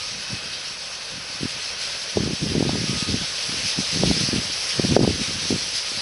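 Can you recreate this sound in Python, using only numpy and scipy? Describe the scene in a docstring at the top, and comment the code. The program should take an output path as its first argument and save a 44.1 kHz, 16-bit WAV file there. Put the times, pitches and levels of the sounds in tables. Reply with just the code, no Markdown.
"""A steam locomotive stands across a lawn and blows off steam while wind strikes the single microphone.
From the start: a bright jet hiss (patchy coloured noise at the level of the steam pressure), a duller roar that
swings less, and fuzzy whistles from valves and pipes (noise in narrow resonances). The jet swells until about 4 s.
Gusts, faint at first and dense from about 2 s, bring low turbulence and short thumps; the strongest comes near 5 s.
A limiter ducks the level just after high peaks, and a treble filter leaves narrow gaps."""
import sys
import numpy as np
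from scipy import signal
from scipy.fft import rfft, irfft, next_fast_len
from scipy.io import wavfile
from scipy.ndimage import uniform_filter1d, minimum_filter1d, map_coordinates

SR = 44100
rng = np.random.default_rng(int(sys.argv[2]) if len(sys.argv) > 2 else 0)


def output_pcm(signal):
    """Save a mono or channel-first signal as 16-bit PCM at the path in sys.argv[1].

    Samples are clipped to [-1, 1] before scaling.
    """
    pcm = np.clip(np.atleast_2d(signal).T, -1, 1) * 32767
    wavfile.write(sys.argv[1], SR, np.round(pcm).astype(np.int16))


N = 265217


def amp(db):
    """Gain of a level in dB."""
    return 10 ** (np.asarray(db) / 20)


def unit(x):
    """x at rms 1."""
    return x / np.sqrt(np.mean(x ** 2) + 1e-20)


def along(points, hz):
    """(frequency [Hz], value) points interpolated on a log frequency axis."""
    point_hz, values = np.transpose(points)
    return np.interp(np.log(hz + 1), np.log(point_hz + 1), values)


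def wobble(knots_per_s):
    """Smooth random curve: a spline through normal random knots."""
    knots = rng.standard_normal(int(N * knots_per_s / SR) + 4)
    return map_coordinates(knots, [np.arange(N) * knots_per_s / SR])


def filtered(x, response):
    """x times a response of frequency in Hz, zero-padded against wrap-around."""
    size = next_fast_len(N + SR // 2)
    spectrum = rfft(x, size) * response(np.fft.rfftfreq(size, 1 / SR))
    return irfft(spectrum, size)[..., :N]


def rush(spectrum, patchy_db):
    """Turbulent flow: coloured noise of rms 1 with patches of random gain in time and frequency."""
    z = signal.stft(rng.standard_normal(N + 512), nperseg=512)[2]
    field = uniform_filter1d(rng.standard_normal(z.shape), size=7, axis=0)  # bins
    field = uniform_filter1d(field, size=8, axis=1)  # frames
    noise = signal.istft(z * amp(patchy_db * unit(field)), nperseg=512)[1][:N]
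    return unit(filtered(noise, lambda hz: amp(along(spectrum, hz))))


def steam():
    """Escaping steam: the jet follows the pressure, flutters, swells and dips; the roar is smoother."""
    # jet colour: (frequency [Hz], relative level [dB per Hz])
    jet_spectrum = [(600, -68), (1500, -19.5), (2500, -6.5), (3600, -7), (4500, -3), (5200, -1),
                    (6200, -4.5), (7700, -11), (9300, -12.5), (10600, -9.5), (11300, -26)]
    # roar colour: (frequency [Hz], relative level [dB per Hz])
    roar_spectrum = [(40, 8), (120, -1.5), (300, -11), (520, 2), (700, -3), (900, -3), (1200, -2.5),
                     (1700, -0.5), (2600, -4), (4500, -3), (9000, -82)]
    # steam pressure, heard as the jet's level: (time [s], level [dB])
    pressure = [(0, -31), (.4, -31), (.87, -33), (1.3, -32), (1.8, -27), (2.3, -30), (3.0, -25.5),
                (3.3, -26.5), (3.6, -24), (3.9, -24), (4.2, -23), (4.55, -25.5), (4.83, -24), (5.1, -26.5),
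                (5.4, -25), (5.65, -26.5), (5.76, -24.5), (6.01, -27.5)]
    # brief swells and one dip of the jet: (centre time [s], level change [dB])
    swells_and_dips = [(1.5, 1), (1.77, -3.5), (3.7, 2), (4.23, 1), (5.23, 3)]
    onset_s, release_s = 0.039, 0.022
    roar_mean_db, roar_follows = -36.5, 0.42  # dB of roar per dB of jet

    t = np.arange(N) / SR
    jet_db = np.interp(t, *np.transpose(pressure))
    change_db = np.zeros(N)
    for centre_s, peak_change_db in swells_and_dips:
        width_s = np.where(t < centre_s, onset_s, release_s)
        change_db += peak_change_db * np.exp(-((t - centre_s) / width_s) ** 2)
    flutter_db = 0.15 * wobble(7) + 0.96 * wobble(30)
    jet = amp(jet_db + change_db + flutter_db) * rush(jet_spectrum, patchy_db=1.34)

    roar_db = roar_mean_db + roar_follows * (jet_db - jet_db.mean())
    roar = rush(roar_spectrum, patchy_db=1.1) * amp(0.4 * wobble(8))
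    return jet + amp(roar_db) * roar


def whistles():
    """Steam past valve edges: noise in narrow resonances that come and go."""
    # resonances: (centre [Hz], width at half amplitude [Hz], start level [dB], end level [dB])
    resonances = [(1254, 7, -57, -52), (1520, 90, -51, -60), (2570, 110, -44, -56), (3184, 20, -49, -53),
                  (4500, 150, -48, -54)]
    out = np.zeros(N)
    for centre_hz, width_hz, start_db, end_db in resonances:
        tone = filtered(rng.standard_normal(N), lambda f: 1 / (1 + (2 * (f - centre_hz) / width_hz) ** 2))
        level_db = np.linspace(start_db, end_db, N) + 2.13 * wobble(3.38)
        out += amp(level_db) * unit(tone)
    return out


def gusts():
    """Wind strength in dB: every gust rises, holds and falls away into a wavering calm."""
    # gusts on the microphone: (start of hold [s], hold [s], buffeting level [dB])
    gust_list = [(0.117, .08, -44), (0.305, 0.042, -33), (1.111, .07, -44), (1.3, .08, -44.5),
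                 (1.415, 0.035, -30), (2.17, 0.11, -25), (2.295, 0.04, -24.5), (2.42, 0.053, -24),
                 (2.486, .22, -25.5), (2.732, .11, -24.5), (2.886, 0.051, -26), (2.96, .02, -34),
                 (3.082, 0.072, -23.5), (3.21, 0.013, -31.5), (3.494, 0.077, -33.5), (3.58, .015, -36),
                 (3.64, .015, -33.5), (3.778, .03, -30), (3.94, .07, -24.5), (4.023, 0.086, -22),
                 (4.144, 0.095, -27.5), (4.326, 0.065, -24), (4.45, .08, -40.5), (4.745, .02, -37.5),
                 (4.788, 0.012, -27.5), (4.838, 0.103, -24), (4.966, 0.073, -17), (5.078, 0.029, -21.5),
                 (5.128, .03, -30), (5.185, .04, -25), (5.286, 0.023, -27), (5.348, 0.12, -36.5),
                 (5.511, 0.039, -23.5), (5.617, 0.14, -43.5), (5.912, 0.089, -39)]
    rise_db_per_s, fall_db_per_s, calm_db = 950, 480, -52.5
    t = np.arange(N) / SR
    shapes = []
    for start_s, hold_s, level_db in gust_list:
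        rise_db = rise_db_per_s * np.clip(start_s - t, 0, None)
        fall_db = fall_db_per_s * np.clip(t - start_s - hold_s, 0, None)
        shapes.append(level_db - rise_db - fall_db)
    return np.maximum(np.max(shapes, axis=0), calm_db + 2.5 * wobble(8.2))


def eddy(hz, turns):
    """One push of air on the diaphragm: a short swing of random phase, rising faster than it falls."""
    u = np.arange(-1024, 1024) / SR * hz  # cycles from the centre
    shape = np.exp(-(u / np.where(u < 0, 0.39 * turns, 0.94 * turns)) ** 2)
    return shape * np.cos(2 * np.pi * (u + rng.random()))


def wind():
    """Lumpy low turbulence under the gusts, and single eddies on top, the harder the snappier."""
    # low turbulence colour: (frequency [Hz], relative level [dB per Hz])
    buffet_spectrum = [(20, -33), (50, 2), (100, 3.5), (185, 4), (260, -5.5), (380, -19), (560, -27.5),
                       (900, -74)]
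    # colour of the smaller, brighter eddies of hard gusts: (frequency [Hz], relative level [dB per Hz])
    whip_spectrum = [(150, -32), (280, 15.5), (420, 13), (600, 1.5), (900, -17), (1400, -45)]
    # strongest eddies: (centre [s], envelope peak [dB], pitch [Hz], envelope peak of the bright snap [dB])
    thumps = [(0.342, -20.5, 165, -42), (1.432, -12, 225, -45), (1.456, -14.5, 218, -46),
              (2.1721, -5.5, 340, -19.5), (2.176, -9.5, 295, -19), (2.206, -8, 200, -33),
              (2.553, -9, 239, -43), (2.581, -7, 220, -38), (2.607, -7, 282, -27), (2.627, -10, 234, -17),
              (2.652, -12, 260, -22), (2.694, -9, 262, -13), (2.756, -12.5, 202, -22),
              (2.896, -11.5, 176, -37), (3.026, -14, 175, -43), (3.143, -7.5, 192, -27),
              (3.789, -10, 211, -28), (4.036, -5, 400, -18), (4.058, -13, 200, -27),
              (4.103, -10.5, 198, -24), (4.113, -5.5, 226, -14.5), (4.289, -13.5, 201, -43),
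              (4.361, -10.5, 234, -28), (4.388, -12.5, 171, -32), (4.797, -4.5, 310, -36),
              (4.85, -9, 231, -23), (4.911, -10, 211, -34), (4.923, -9, 260, -22), (4.966, 1.5, 362, -2.5),
              (4.9711, 2.5, 320, -3.5), (4.993, 0.5, 270, -18), (5.006, -14, 239, -14),
              (5.013, -3.5, 200, -32), (5.039, -8, 332, -17), (5.048, -10, 348, -11),
              (5.077, -5, 293, -16.5), (5.217, -14, 180, -33), (5.293, -21, 210, -41),
              (5.309, -16, 187, -30), (5.507, -7.5, 249, -25), (5.526, -8.5, 268, -39),
              (5.543, -14, 230, -35)]
    small_per_s, small_over_gust_db, small_hz = 30, 8, 235
    snap_at_0_db, snap_db_per_db = -12, 1.6  # lesser eddies: snap level against eddy peak

    gust_db = gusts()
    lumps = amp(2.4 * wobble(45) + 1.6 * wobble(110))
    buffet = unit(lumps * rush(buffet_spectrum, patchy_db=1.5))
    whipped = unit(lumps * rush(whip_spectrum, patchy_db=3))
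    whip_db = 0.97 * (gust_db + 21.0) - 8  # over the buffet
    out = amp(gust_db) * (buffet + amp(whip_db) * whipped)

    # lesser eddies: one at a random time in each slot
    slots = np.arange(0, N / SR - 1 / small_per_s, 1 / small_per_s)
    chance = rng.random((len(slots), 3))
    times = slots + chance[:, 0] / small_per_s
    peak_db = gust_db[(times * SR).astype(int)] + small_over_gust_db + 8 * (chance[:, 1] - 0.5)
    pitch_hz = small_hz * (1 + 0.5 * (chance[:, 2] - 0.5))
    small = np.transpose([times, peak_db, pitch_hz, snap_at_0_db + snap_db_per_db * peak_db])

    out = np.pad(out, 1024)  # room for half an eddy at each end
    for centre_s, db, hz, snap_db in [*thumps, *small]:
        push = amp(db) * eddy(hz, turns=0.63)
        push += amp(snap_db) * eddy(613, turns=0.91)
        out[round(centre_s * SR):][:2048] += push
    return out[1024:N + 1024]


def scene():
    """One microphone, the same on both channels."""
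    return np.tile(steam() + whistles() + wind(), (2, 1))


def limited(x, top_db, hold_s, ease_s):
    """Limiter: a peak over the top pulls the gain down just after it, easing in and out."""
    need = np.minimum(1, amp(top_db) / (np.abs(x) + 1e-9))
    span, ramp = int(hold_s * SR) | 1, int(ease_s * SR) | 1
    # origins make both windows look back only
    held = minimum_filter1d(need, span, origin=span // 2)
    return x * uniform_filter1d(held, ramp, origin=ramp // 2)


def record(dry):
    """Bass roll-off of the microphone, limiter, rounded overload, nulls of the treble filter, band limit."""
    # treble filter nulls: (centre [Hz], half width [Hz])
    nulls = [(7000, 690), (8500, 500), (10000, 460), (11520, 600)]
    bass_hz, top_hz = 66, 11470

    def treble(f):
        """Product of the nulls, cut off at the band limit."""
        gaps = [(f - hz) / np.hypot(f - hz, half_width_hz) for hz, half_width_hz in nulls]
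        return np.prod(gaps, axis=0) * (f < top_hz)

    x = filtered(dry, lambda f: (1j * f / (bass_hz + 1j * f)) ** 2)
    x = limited(x, top_db=-4.5, hold_s=0.022, ease_s=0.004)
    x = x / (1 + np.abs(x) ** 6) ** (1 / 6)
    return filtered(x, treble)


dry = scene()
out = record(dry)
output_pcm(out)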